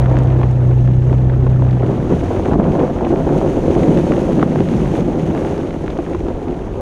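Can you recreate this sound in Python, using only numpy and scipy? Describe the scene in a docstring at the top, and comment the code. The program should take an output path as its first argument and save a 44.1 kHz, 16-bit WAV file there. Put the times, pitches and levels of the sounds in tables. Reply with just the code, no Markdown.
"""A four-wheel-drive truck rolls slowly along a snowy forest trail, heard from the sill just behind a front tyre.
At first the exhaust hums under load, a harmonic series on the firing rate, while wind noise buffets the microphone.
Then the throttle is eased: the hum drops away and the truck rocks on its springs, a damped oscillation of the boom.
As the hum fades the snow grows louder: showers of small collapses excite the tyre and snow in crunches and thuds.
Throughout, brief fractures of ice and twigs snap, and dense crystal impacts hiss against the body."""
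import sys
import numpy as np
from scipy import signal
from scipy.fft import rfft, irfft
from scipy.io import wavfile
from scipy.ndimage import uniform_filter1d

SR = 44100
rng = np.random.default_rng(int(sys.argv[2]) if len(sys.argv) > 2 else 0)


def pcm_store(signal):
    """Save signal as 16-bit PCM."""
    levels = np.round(np.clip(np.atleast_2d(signal), -1, 1) * 32767)
    wavfile.write(sys.argv[1], SR, levels.astype(np.int16).T)


N = 300309
TIME = np.arange(N) / SR

# Slabs of packed snow giving way under the tread. Each row: start in seconds, relative crack level in dB,
# relative thud level in dB, crumbling time in seconds.
SLAB_BREAKS = [(0.112, -11, -7.5, .004), (0.436, -15, -11, 0.0087), (0.615, -21, -23, 0.0068),
               (1.106, -28, -17, .012), (1.321, -19, -13.5, 0.0085), (1.465, -15, -20, 0.0076),
               (1.621, -16, -17, .005), (1.771, -20, -27, .004), (1.828, -15.5, -18, 0.012),
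               (2.017, -25, -15, 0.0069), (2.228, -19, -10, 0.03), (2.305, -11.5, -23, 0.014),
               (2.396, -12.5, -25, 0.0023), (2.514, -11, -8, 0.012), (2.557, -22, -5, 0.006),
               (2.599, -9, -11, 0.0046), (2.725, -21, -12, 0.0024), (3.009, -15, -10, 0.0037),
               (3.067, -11.5, -9.5, 0.007), (3.105, -15.5, -6, 0.015), (3.268, -14, -6, 0.016),
               (3.414, -13.5, -21, 0.0039), (3.68, -24, -5.5, 0.0038), (3.706, -28, -6, 0.0034),
               (3.761, -27, -9.5, 0.014), (3.966, -19, -4.5, .007), (4.037, -20.5, -19, .005),
               (4.068, -17, -9.5, 0.01), (4.33, -21, -6, 0.0058), (4.389, -16, -12, 0.0056),
               (4.428, -7.5, -3, 0.0027), (4.557, -14.5, -21, 0.0066), (4.604, -15, -5, 0.0028),
               (5.449, -18, -10, 0.011), (5.838, -28, -12, .003), (5.879, -20, -18, 0.0046),
               (5.902, -19, -29, .003), (5.988, -14, -10, 0.012), (6.066, -25, -21, 0.0099),
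               (6.148, -15, -11, 0.0059), (6.283, -18, -8.5, 0.0044), (6.302, -22.5, -12.5, 0.0076),
               (6.469, -25, -14, 0.053), (6.71, -21, -13.5, 0.0086), (6.775, -37, -16, 0.014)]
# Icy crust splintering. Each row: time in seconds, relative level in dB.
CRUST_LEVEL = [(0, -39), (0.8, -50), (1.3, -47), (2.0, -44), (2.5, -43.5), (3.5, -48.5), (4.15, -46.5),
               (5.15, -46.5), (5.5, -43), (5.8, -48), (6.81, -48.5)]
# Spectrum of crunching snow. Each row: frequency in Hz, relative density in dB per Hz.
CRUNCH_SPECTRUM = [(150, -33.5), (340, -7), (455, 4.5), (525, 8.5), (600, 3), (680, 3.5), (800, -1.5),
                   (930, -4), (1080, -11), (1600, -22), (2200, -34), (3000, -53), (5000, -58.5),
                   (10000, -66)]
# Spectrum with which the tyre's carcass rings. Each row: frequency in Hz, relative density in dB per Hz.
CARCASS_SPECTRUM = [(40, -29), (85, -16.5), (120, -15), (200, -14.5), (240, -4.5), (300, -3), (355, -0.5),
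                    (410, -4.5), (455, -8.5), (520, -6), (600, -13), (1000, -31), (2000, -67.5)]
# Spectrum of a snapping piece. Each row: multiple of its pitch, relative density in dB per Hz.
SNAP_SPECTRUM = [(.25, -15), (.7, -5), (1, 0), (1.35, -6), (2, -13), (3, -22), (6, -35)]
# The microphone's housing dulls the top of snaps and grit. Each row: frequency in Hz, relative gain in dB.
HOUSING_RESPONSE = [(300, 0), (3300, 0), (5000, -7), (6600, -3), (7800, -12), (10000, -11), (12000, -25),
                    (15000, -35)]


def from_db(db):
    """Logarithmic level: decibels become an amplitude gain."""
    return 10 ** (np.asarray(db) / 20)


def rms_one(x):
    """Power normalisation: scale to an rms of 1."""
    return x / np.sqrt(np.mean(x ** 2) + 1e-20)


def in_time(rows):
    """Linear interpolation: each column of a curve at every sample."""
    seconds, *columns = np.transpose(rows)
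    return [np.interp(TIME, seconds, column) for column in columns]


def drift(rate_hz):
    """Low-passed noise: a slow random curve of rms 1, changing about rate_hz times a second."""
    step = 40  # samples between computed points
    pole = np.exp(-2 * np.pi * step * rate_hz / SR)
    noise = rng.standard_normal(N // step + 2002)
    slow = signal.lfilter([1], [1, -2 * pole, pole * pole], noise)[2000:]  # drop the filter's start
    return np.interp(np.arange(N) / step, np.arange(len(slow)), rms_one(slow))


def response(spectrum):
    """Minimum-phase principle: the causal impulse response of a given spectrum, with unit energy."""
    size = 8192
    hz, db = np.transpose(spectrum)
    bins = np.maximum(np.arange(size // 2 + 1) * SR / size, 1)
    skirt = np.minimum(hz[-1] / bins, 1) ** 2  # extra fall above the last listed frequency
    gain = skirt * from_db(np.interp(np.log(bins), np.log(hz), db))
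    # folding the cepstrum onto positive time makes the response causal
    cepstrum = irfft(np.log(gain))
    cepstrum[1:size // 2] *= 2
    cepstrum[size // 2 + 1:] = 0
    impulse = irfft(np.exp(rfft(cepstrum)))
    return impulse / np.linalg.norm(impulse)


def colour(force, spectrum):
    """Linear filtering: a body answers a force with its own spectrum."""
    return signal.fftconvolve(force, response(spectrum))[:N]


def shifted(spectrum, ratio):
    """Geometric scaling: the same spectrum for a smaller (higher) or larger (lower) body."""
    return [(hz * ratio, db) for hz, db in spectrum]


def grains(per_s, spread_db, even_s):
    """Random impulses: clicks of exponentially spread level, with power evened out over even_s seconds."""
    excess = np.minimum(rng.exponential(1, N), 4)
    sizes = from_db(spread_db * excess) * rng.choice([-1, 1], N)
    clicks = sizes * (rng.random(N) < per_s / SR)
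    power = np.maximum(uniform_filter1d(clicks ** 2, int(even_s * SR)), 0)
    return clicks / np.sqrt(power + 1e-6)


def fracture(decay_s, crumble):
    """Brittle release: one sharp impulse, then a dying shower of smaller ones."""
    t = TIME[:SR // 10]
    pieces = rng.uniform(-1, 1, len(t)) * (rng.random(len(t)) < 4000 / SR)  # 4000 a second
    force = crumble * pieces * np.exp(-t / decay_s)
    force[0] = 1
    return force


def add(track, start_s, sound, peak_db):
    """Superposition: mix a sound in at start_s with the given peak level."""
    start = max(int(start_s * SR), 0)
    part = track[start:start + len(sound)]
    scaled = from_db(peak_db) * sound / np.abs(sound).max()
    part += scaled[:len(part)]


def wind(level_db=3.0, gust_db=1.0):
    """Turbulence: eddies at the microphone port make a lumpy low noise."""
    # Each row: time in seconds, relative level in dB.
    flow = [(0, -26), (0.75, -29.5), (1.4, -27), (2.03, -29), (2.22, -22), (2.5, -25), (2.85, -31.5),
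            (3.25, -27.5), (4.15, -27), (4.48, -39), (4.8, -27.5), (5.5, -30.5), (6.81, -29)]
    # Each row: frequency in Hz, relative density in dB per Hz.
    eddy_spectrum = [(10, -12), (22, -1), (45, 6.5), (68, 1.5), (88, 7), (115, -3.5), (160, -25.5),
                     (400, -50)]
    flow_db, = in_time(flow)
    eddies = colour(rng.standard_normal(N), eddy_spectrum)
    return eddies * from_db(flow_db + level_db + gust_db * drift(6.9))


def exhaust(wobble_db=0.55, gas_db=-19, whine_db=-44):
    """Periodic pulses: a firing tone with lines that unequal cylinders add, over the gas flow's low noise."""
    # Each row: time in seconds, firing rate in Hz, relative level in dB.
    engine = [(0, 127.5, -12.3), (.27, 127.2, -12), (.55, 124.3, -13.2), (.69, 123.8, -10.9),
              (.9, 124.7, -11.2), (1.07, 126, -13), (1.22, 126.2, -11.4), (1.47, 127.3, -13.6),
              (1.6, 127.3, -11.9), (1.72, 126.2, -13), (1.8, 123.8, -15.5), (1.87, 122.4, -23),
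              (2.1, 119.5, -26), (2.4, 114, -33), (2.8, 110, -42), (6.81, 104, -46)]
    # Each row: multiple of the firing rate, level in dB relative to the engine's.
    order_lines = [(0.751, -15), (1, 0.5), (1.25, -22), (1.499, -19), (2, -31.5), (2.997, -35)]
    # The line at half the firing rate, from two cylinder banks beating unequally.
    # Each row: time in seconds, level in dB relative to the engine's.
    half_order = [(0, -5.5), (.25, -8), (.7, -11.5), (1.0, -10.5), (1.4, -6), (1.7, -10), (2.2, -9)]
    # Each row: frequency in Hz, relative density in dB per Hz.
    gas_spectrum = [(25, -20.5), (55, -8.5), (95, 10.5), (160, -11), (260, -19.5), (600, -26)]
    firing_hz, level_db = in_time(engine)
    half_db, = in_time(half_order)
    waver = 0.004  # rms share of the firing rate
    phase = 2 * np.pi * np.cumsum(firing_hz * (1 + waver * drift(6.3))) / SR
    out = from_db(gas_db) * colour(rng.standard_normal(N), gas_spectrum)
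    for order, db in [(0.5, half_db)] + order_lines:
        # only the firing tone and its half order wobble in level
        if order in (0.5, 1):
            db = db + wobble_db * drift(2.4)
        line = np.sin(order * phase + rng.uniform(0, 2 * np.pi))
        out += np.sqrt(2) * from_db(db) * line
    # a belt-driven accessory whines faintly, geared to the crank
    whine = np.sqrt(2) * np.sin(14 * phase)
    out += from_db(whine_db) * whine
    # the hum throbs unevenly
    throb_hz, throb_db = 10.5, 0.6
    throb = throb_db * np.sin(2 * np.pi * throb_hz * TIME + drift(2.2))
    return from_db(level_db + throb) * out


def spray(level_db=10.0, flutter_db=1.0):
    """Dense impacts: fine crystals fly off the tread and patter on the sill, merging into a hiss."""
    # Snow thrown against the body. Each row: time in seconds, relative level in dB.
    thrown = [(0, -58), (0.68, -60.5), (0.84, -59.5), (1.0, -62), (1.13, -58.5), (1.3, -62.5),
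              (1.84, -59.5), (1.92, -56), (2.05, -56), (2.13, -52), (2.22, -54), (2.5, -53.5),
              (2.57, -59.5), (2.8, -56), (2.92, -57.5), (3.08, -57.5), (3.25, -54.5), (3.42, -51.5),
              (3.7, -52.5), (3.96, -49), (4.05, -50.5), (4.29, -50), (4.44, -55), (4.55, -52.5),
              (4.95, -51), (5.12, -55.5), (5.5, -53), (5.8, -58), (6.1, -57.5), (6.81, -61)]
    # Each row: frequency in Hz, relative density in dB per Hz.
    patter_spectrum = [(500, -5.5), (1500, 9), (2900, 6.5), (4000, -0.5), (5100, -5.5), (5800, -1.5),
                       (6450, 1), (7500, -8.5), (9500, -9.5), (11300, -18), (13200, -22), (15500, -26.5)]
    thrown_db, = in_time(thrown)
    crystals = grains(per_s=4500, spread_db=0.5, even_s=0.16)
    gain_db = thrown_db + level_db + flutter_db * drift(16)
    return colour(crystals * from_db(gain_db), patter_spectrum)


def ridges(rebound=0.2):
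    """Load transfer: half-sine swells on ridges or dips in hollows, each with a weaker swing back; gain in dB."""
    # Ridges of packed snow, and hollows (negative). Each row: middle in seconds, length in seconds,
    # extra load in dB.
    bumps = [(0.514, 0.11, -2.5), (0.716, 0.054, 4.5), (1.116, 0.076, 5.5), (1.783, 0.032, -6),
             (1.874, 0.2, 4), (2.115, 0.058, 8), (2.195, 0.042, -5), (2.338, 0.11, 4), (2.542, 0.044, 5),
             (2.568, 0.026, -10), (2.805, 0.06, 4.5), (2.84, 0.019, 3.5), (2.942, 0.081, -5),
             (3.088, 0.022, -6), (3.132, 0.032, 6), (3.25, 0.054, -4.5), (3.36, 0.13, 1), (3.612, 0.07, -5),
             (3.903, 0.08, -1), (4.01, 0.043, -2.5), (4.405, 0.088, 4.5), (4.45, 0.034, -4),
             (4.834, 0.086, 1.5), (4.967, 0.077, 4.5), (5.379, 0.029, 4), (5.797, 0.097, -4),
             (5.934, 0.041, -1), (6.188, 0.098, -3.5), (6.293, 0.04, 4.5), (6.51, 0.08, 4),
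             (6.744, 0.04, -5.5)]
    out = np.zeros(N)
    for middle_s, length_s, db in bumps:
        swell = np.sin(np.pi * np.clip((TIME - middle_s) / length_s + 0.5, 0, 2))
        out += db * np.maximum(swell, rebound * swell)  # the negative half is the rebound
    return out


def grit(level_db=-4.5):
    """Random fracture: small bits of ice of several sizes crack, at a level that follows the crust."""
    crust_db, = in_time(CRUST_LEVEL)
    bits = np.zeros(N)
    for hz in (900, 1100, 1350, 1700, 2300):
        cracks = grains(per_s=14, spread_db=2, even_s=0.9)
        bits += colour(cracks, shifted(SNAP_SPECTRUM, hz))
    return rms_one(colour(bits, HOUSING_RESPONSE)) * from_db(crust_db + level_db)


def crackle(level_db=0.5, follows=0.43, tilt_db=-12.5, burst_db=1.06):
    """Struck resonators: crust splinters ring for a few cycles at pitches set by size, louder on ridges."""
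    crust_db, = in_time(CRUST_LEVEL)
    gain_db = crust_db + follows * ridges() + level_db + burst_db * drift(30)
    width = 0.075  # ring bandwidth as a share of the pitch
    out = np.zeros(N)
    for hz in np.geomspace(1100, 3900, 14):
        pole = np.exp(-np.pi * width * hz / SR)
        splinters = grains(per_s=24, spread_db=1.5, even_s=0.15)
        feedback = [1, -2 * pole * np.cos(2 * np.pi * hz / SR), pole * pole]
        ring = signal.lfilter([1 - pole, 0, pole - 1], feedback, splinters)
        out += from_db(tilt_db * np.log2(hz / 1000)) * ring  # tilt per octave
    muffled = signal.sosfilt(signal.butter(2, 4600, fs=SR, output="sos"), out)
    return rms_one(muffled) * from_db(gain_db)


def snaps():
    """Impulse response: ice and twigs snap, shed a little debris and ring briefly at their own pitch."""
    # Each row: start in seconds, peak level in dB, crumbling time in seconds, pitch in Hz.
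    pieces = [(.059, -16, .001, 1150), (.169, -15.5, .0008, 1550), (.188, -20, .0005, 1200),
              (.1885, -26, .0009, 6500), (.2345, -31, .0007, 8000), (.415, -16, .002, 850),
              (.432, -17, .008, 1150), (.512, -33, .005, 7500), (.876, -22, .002, 1250),
              (1.097, -27, .001, 1600), (1.129, -18, .002, 1000), (1.298, -22, .003, 1350),
              (1.468, -21, .004, 1100), (1.622, -17.5, .003, 900), (1.71, -28, .003, 3800),
              (1.833, -15, .002, 800), (2.457, -13, .001, 1100), (2.534, -13, .002, 1000),
              (2.642, -25, .002, 1700), (2.795, -24, .004, 2200), (2.802, -19, .003, 1200),
              (2.879, -19, .001, 950), (2.986, -26, .003, 1700), (3.049, -20.5, .006, 2300),
              (3.092, -34, .005, 4300), (3.16, -19, .001, 1200), (3.291, -19, .002, 1300),
              (3.477, -20, .001, 1200), (3.712, -26, .001, 2500), (3.752, -20, .001, 1400),
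              (3.833, -20, .003, 2000), (3.974, -18, .003, 1700), (3.988, -20, .001, 1500),
              (4.1205, -11, .0015, 1200), (4.137, -19, .001, 1800), (4.167, -21, .001, 2300),
              (4.3215, -20, .0005, 1500), (4.396, -13.5, .001, 1100), (4.416, -16, .003, 1150),
              (4.428, -15, .001, 1150), (4.559, -19, .002, 1250), (4.59, -20, .001, 1400),
              (4.605, -20, .0008, 2400), (4.688, -24, .002, 1800), (4.738, -18, .001, 1150),
              (4.858, -22, .001, 1550), (4.954, -22, .001, 1550), (5.008, -24, .001, 2200),
              (5.35, -16, .001, 1000), (5.377, -25, .001, 2000), (5.449, -23, .001, 1900),
              (5.483, -25, .001, 2300), (5.578, -22, .001, 1200), (5.58, -29, .002, 4500),
              (5.707, -24, .003, 1900), (5.729, -23, .001, 1350), (5.863, -25, .001, 1600),
              (5.88, -19, .0008, 1750), (5.9015, -24.5, .001, 2100), (5.905, -25, .003, 3400),
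              (5.9705, -21, .001, 1200), (5.976, -31, .001, 5000), (5.989, -25, .003, 1450),
              (6.064, -24, .002, 1600), (6.134, -26, .004, 2000), (6.148, -17.5, .004, 1000),
              (6.15, -33, .001, 5500), (6.205, -30, .001, 2200), (6.285, -20.5, .0015, 1400),
              (6.286, -35, .001, 5500), (6.483, -26.5, .006, 2200)]
    out, housing = np.zeros(N), response(HOUSING_RESPONSE)
    for start_s, db, decay_s, hz in pieces:
        debris = 0.1 * fracture(decay_s=0.012, crumble=0.7)
        force = fracture(decay_s, crumble=0.7) + debris
        ring = signal.fftconvolve(response(shifted(SNAP_SPECTRUM, hz)), housing)
        add(out, start_s, signal.fftconvolve(force, ring), db)
    return out


def thumps(level_db=-1.0, steps_per_s=700):
    """Size and pitch: soft snow caves in with a quick swell of small collapses, lower for a larger pocket."""
    # The tyre drops into soft snow. 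Each row: start in seconds, relative peak level in dB, pitch in Hz,
    # swell time in seconds.
    pockets = [(1.83, -5.5, 187, .014), (1.875, -8, 200, 0.017), (2.116, -4, 190, 0.011),
               (2.58, -3, 200, 0.0098), (2.665, -11, 179, 0.0086), (2.789, -14, 192, 0.018),
               (3.112, -17, 220, 0.0061), (3.27, -9, 260, 0.021), (3.339, -10, 219, 0.014),
               (3.663, -13, 290, 0.015), (3.755, -5, 292, 0.008), (3.865, -3.5, 230, 0.013),
               (3.935, -3.5, 234, 0.017), (4.086, -2.5, 253, 0.019), (4.19, -8, 190, 0.0089),
               (4.369, -2.5, 216, 0.0083), (4.585, -5, 184, 0.012), (4.74, -8, 170, 0.0047),
               (4.97, -8, 199, 0.011), (5.204, -11, 220, 0.019), (5.29, -8, 220, 0.0065),
               (5.395, -16, 220, 0.017)]
    # Each row: multiple of the pitch, relative density in dB per Hz.
    pocket_spectrum = [(.35, -22), (.7, -2), (1, -3), (1.5, -10), (2.2, -12), (4, -37.5)]
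    out, t = np.zeros(N), TIME[:SR // 5]
    for start_s, db, hz, swell_s in pockets:
        collapses = rng.standard_normal(len(t)) * (rng.random(len(t)) < steps_per_s / SR)
        force = collapses * t * np.exp(-t / swell_s)
        cave_in = signal.fftconvolve(force, response(shifted(pocket_spectrum, hz)))
        add(out, start_s, cave_in, db + level_db)
    return out


def breaks(crack_db=4.0, thud_db=2.0):
    """Shared excitation: a slab's fracture sounds as a crack in the snow and a thud in the tyre."""
    out = np.zeros(N)
    for start_s, db, weight_db, decay_s in SLAB_BREAKS:
        force = fracture(decay_s, crumble=0.7)
        crack = signal.fftconvolve(force, response(CRUNCH_SPECTRUM))
        thud = signal.fftconvolve(force, response(CARCASS_SPECTRUM))
        add(out, start_s, crack, db + crack_db)
        add(out, start_s, thud, weight_db + thud_db)
    return out


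def holding(hold_db=-3.5, hold_s=0.014, slump_db=-1.5, slump_s=0.032):
    """Load bearing: a slab holds before it breaks, so the crunch dips, then recovers after; gain in dB."""
    out = np.zeros(N)
    for start_s, *_ in SLAB_BREAKS:
        out[(TIME > start_s - hold_s) & (TIME < start_s)] = hold_db
        after = (TIME >= start_s) & (TIME < start_s + 10 * slump_s)
        out[after] += slump_db * np.exp(-(TIME[after] - start_s) / slump_s)
    return out


def rocking(start_s=1.835, period_s=0.646, decay_s=1.34, depth_db=5.5):
    """Damped oscillator: weight on the front tyre as the body bobs on its springs and settles; gain in dB."""
    t = np.maximum(TIME - start_s, 0)
    return depth_db * np.exp(-t / decay_s) * np.sin(2 * np.pi * t / period_s)


def tread(crunch_db=-0.5, clump_db=1.5, lump_db=0.6, share=0.55, boom_follows=0.15):
    """Granular collapse: snow yields in small steps under the lugs, crunching and shaking the carcass."""
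    # The tyre's load on the snow. Each row: time in seconds, relative rumble level in dB,
    # relative crunch level in dB.
    load = [(0, -25, -23), (0.42, -21.5, -25.5), (0.55, -26, -29.5), (0.95, -27, -33), (1.15, -25.5, -30),
            (1.7, -23.5, -28.5), (1.87, -22, -26.5), (2.2, -21, -24), (2.6, -16.5, -19.5), (2.76, -17, -19),
            (3.0, -18.5, -21.5), (3.85, -13, -21), (4.4, -17.5, -23.5), (4.75, -20, -24.5),
            (5.45, -18.5, -25.5), (5.78, -23.5, -28.5), (6.1, -21, -27), (6.65, -26, -30.5),
            (6.81, -18, -23)]
    # Deep snow settling under the weight. Each row: time in seconds, relative boom level in dB.
    deep_snow = [(0, -23), (0.6, -26), (1.7, -22.5), (2.0, -25), (2.7, -19), (3.3, -22), (4.0, -18.5),
                 (4.6, -16.5), (5.45, -23), (5.8, -28.5), (6.81, -31.5)]
    # Each row: frequency in Hz, relative density in dB per Hz.
    boom_spectrum = [(45, -19.5), (85, -9), (112, -14.5), (140, 2), (162, 2.5), (200, -2), (240, -3.5),
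                     (320, -9), (500, -23.5), (1000, -48.5)]
    ground_db = ridges() + holding() + lump_db * drift(4.3) + clump_db * drift(32)
    rumble_db, crush_db = in_time(load) + ground_db
    depth_db, = in_time(deep_snow) + rocking() + boom_follows * ground_db
    steps = grains(per_s=1400, spread_db=1.0, even_s=0.041)
    crunch = colour(steps * from_db(crush_db + crunch_db), CRUNCH_SPECTRUM)
    # the carcass is shaken partly by the crunching steps, partly by separate packing
    packing = grains(per_s=1100, spread_db=2.0, even_s=0.027)
    shake = share * steps + np.sqrt(1 - share ** 2) * packing
    rumble = colour(shake * from_db(rumble_db), CARCASS_SPECTRUM)
    # the deeper snow settles too, with a lower boom
    settling = grains(per_s=500, spread_db=0.0, even_s=0.033)
    boom = colour(settling * from_db(depth_db), boom_spectrum)
    return rumble + boom + crunch


def scene():
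    """Superposition: all sources are close to the microphone and add directly, without echo."""
    background = wind() + exhaust() + spray()
    ice = grit() + crackle() + snaps()
    snow = thumps() + breaks() + tread()
    return (background + ice + snow)[None]


def record(dry):
    """Saturation and band limiting: the highest peaks are rounded and the top is cut."""
    rounded = dry / (1 + dry ** 6) ** (1 / 6)
    cutoff_hz = 15700
    return signal.sosfilt(signal.ellip(10, 0.1, 80, cutoff_hz, fs=SR, output="sos"), rounded)


dry = scene()
out = record(dry)
pcm_store(out)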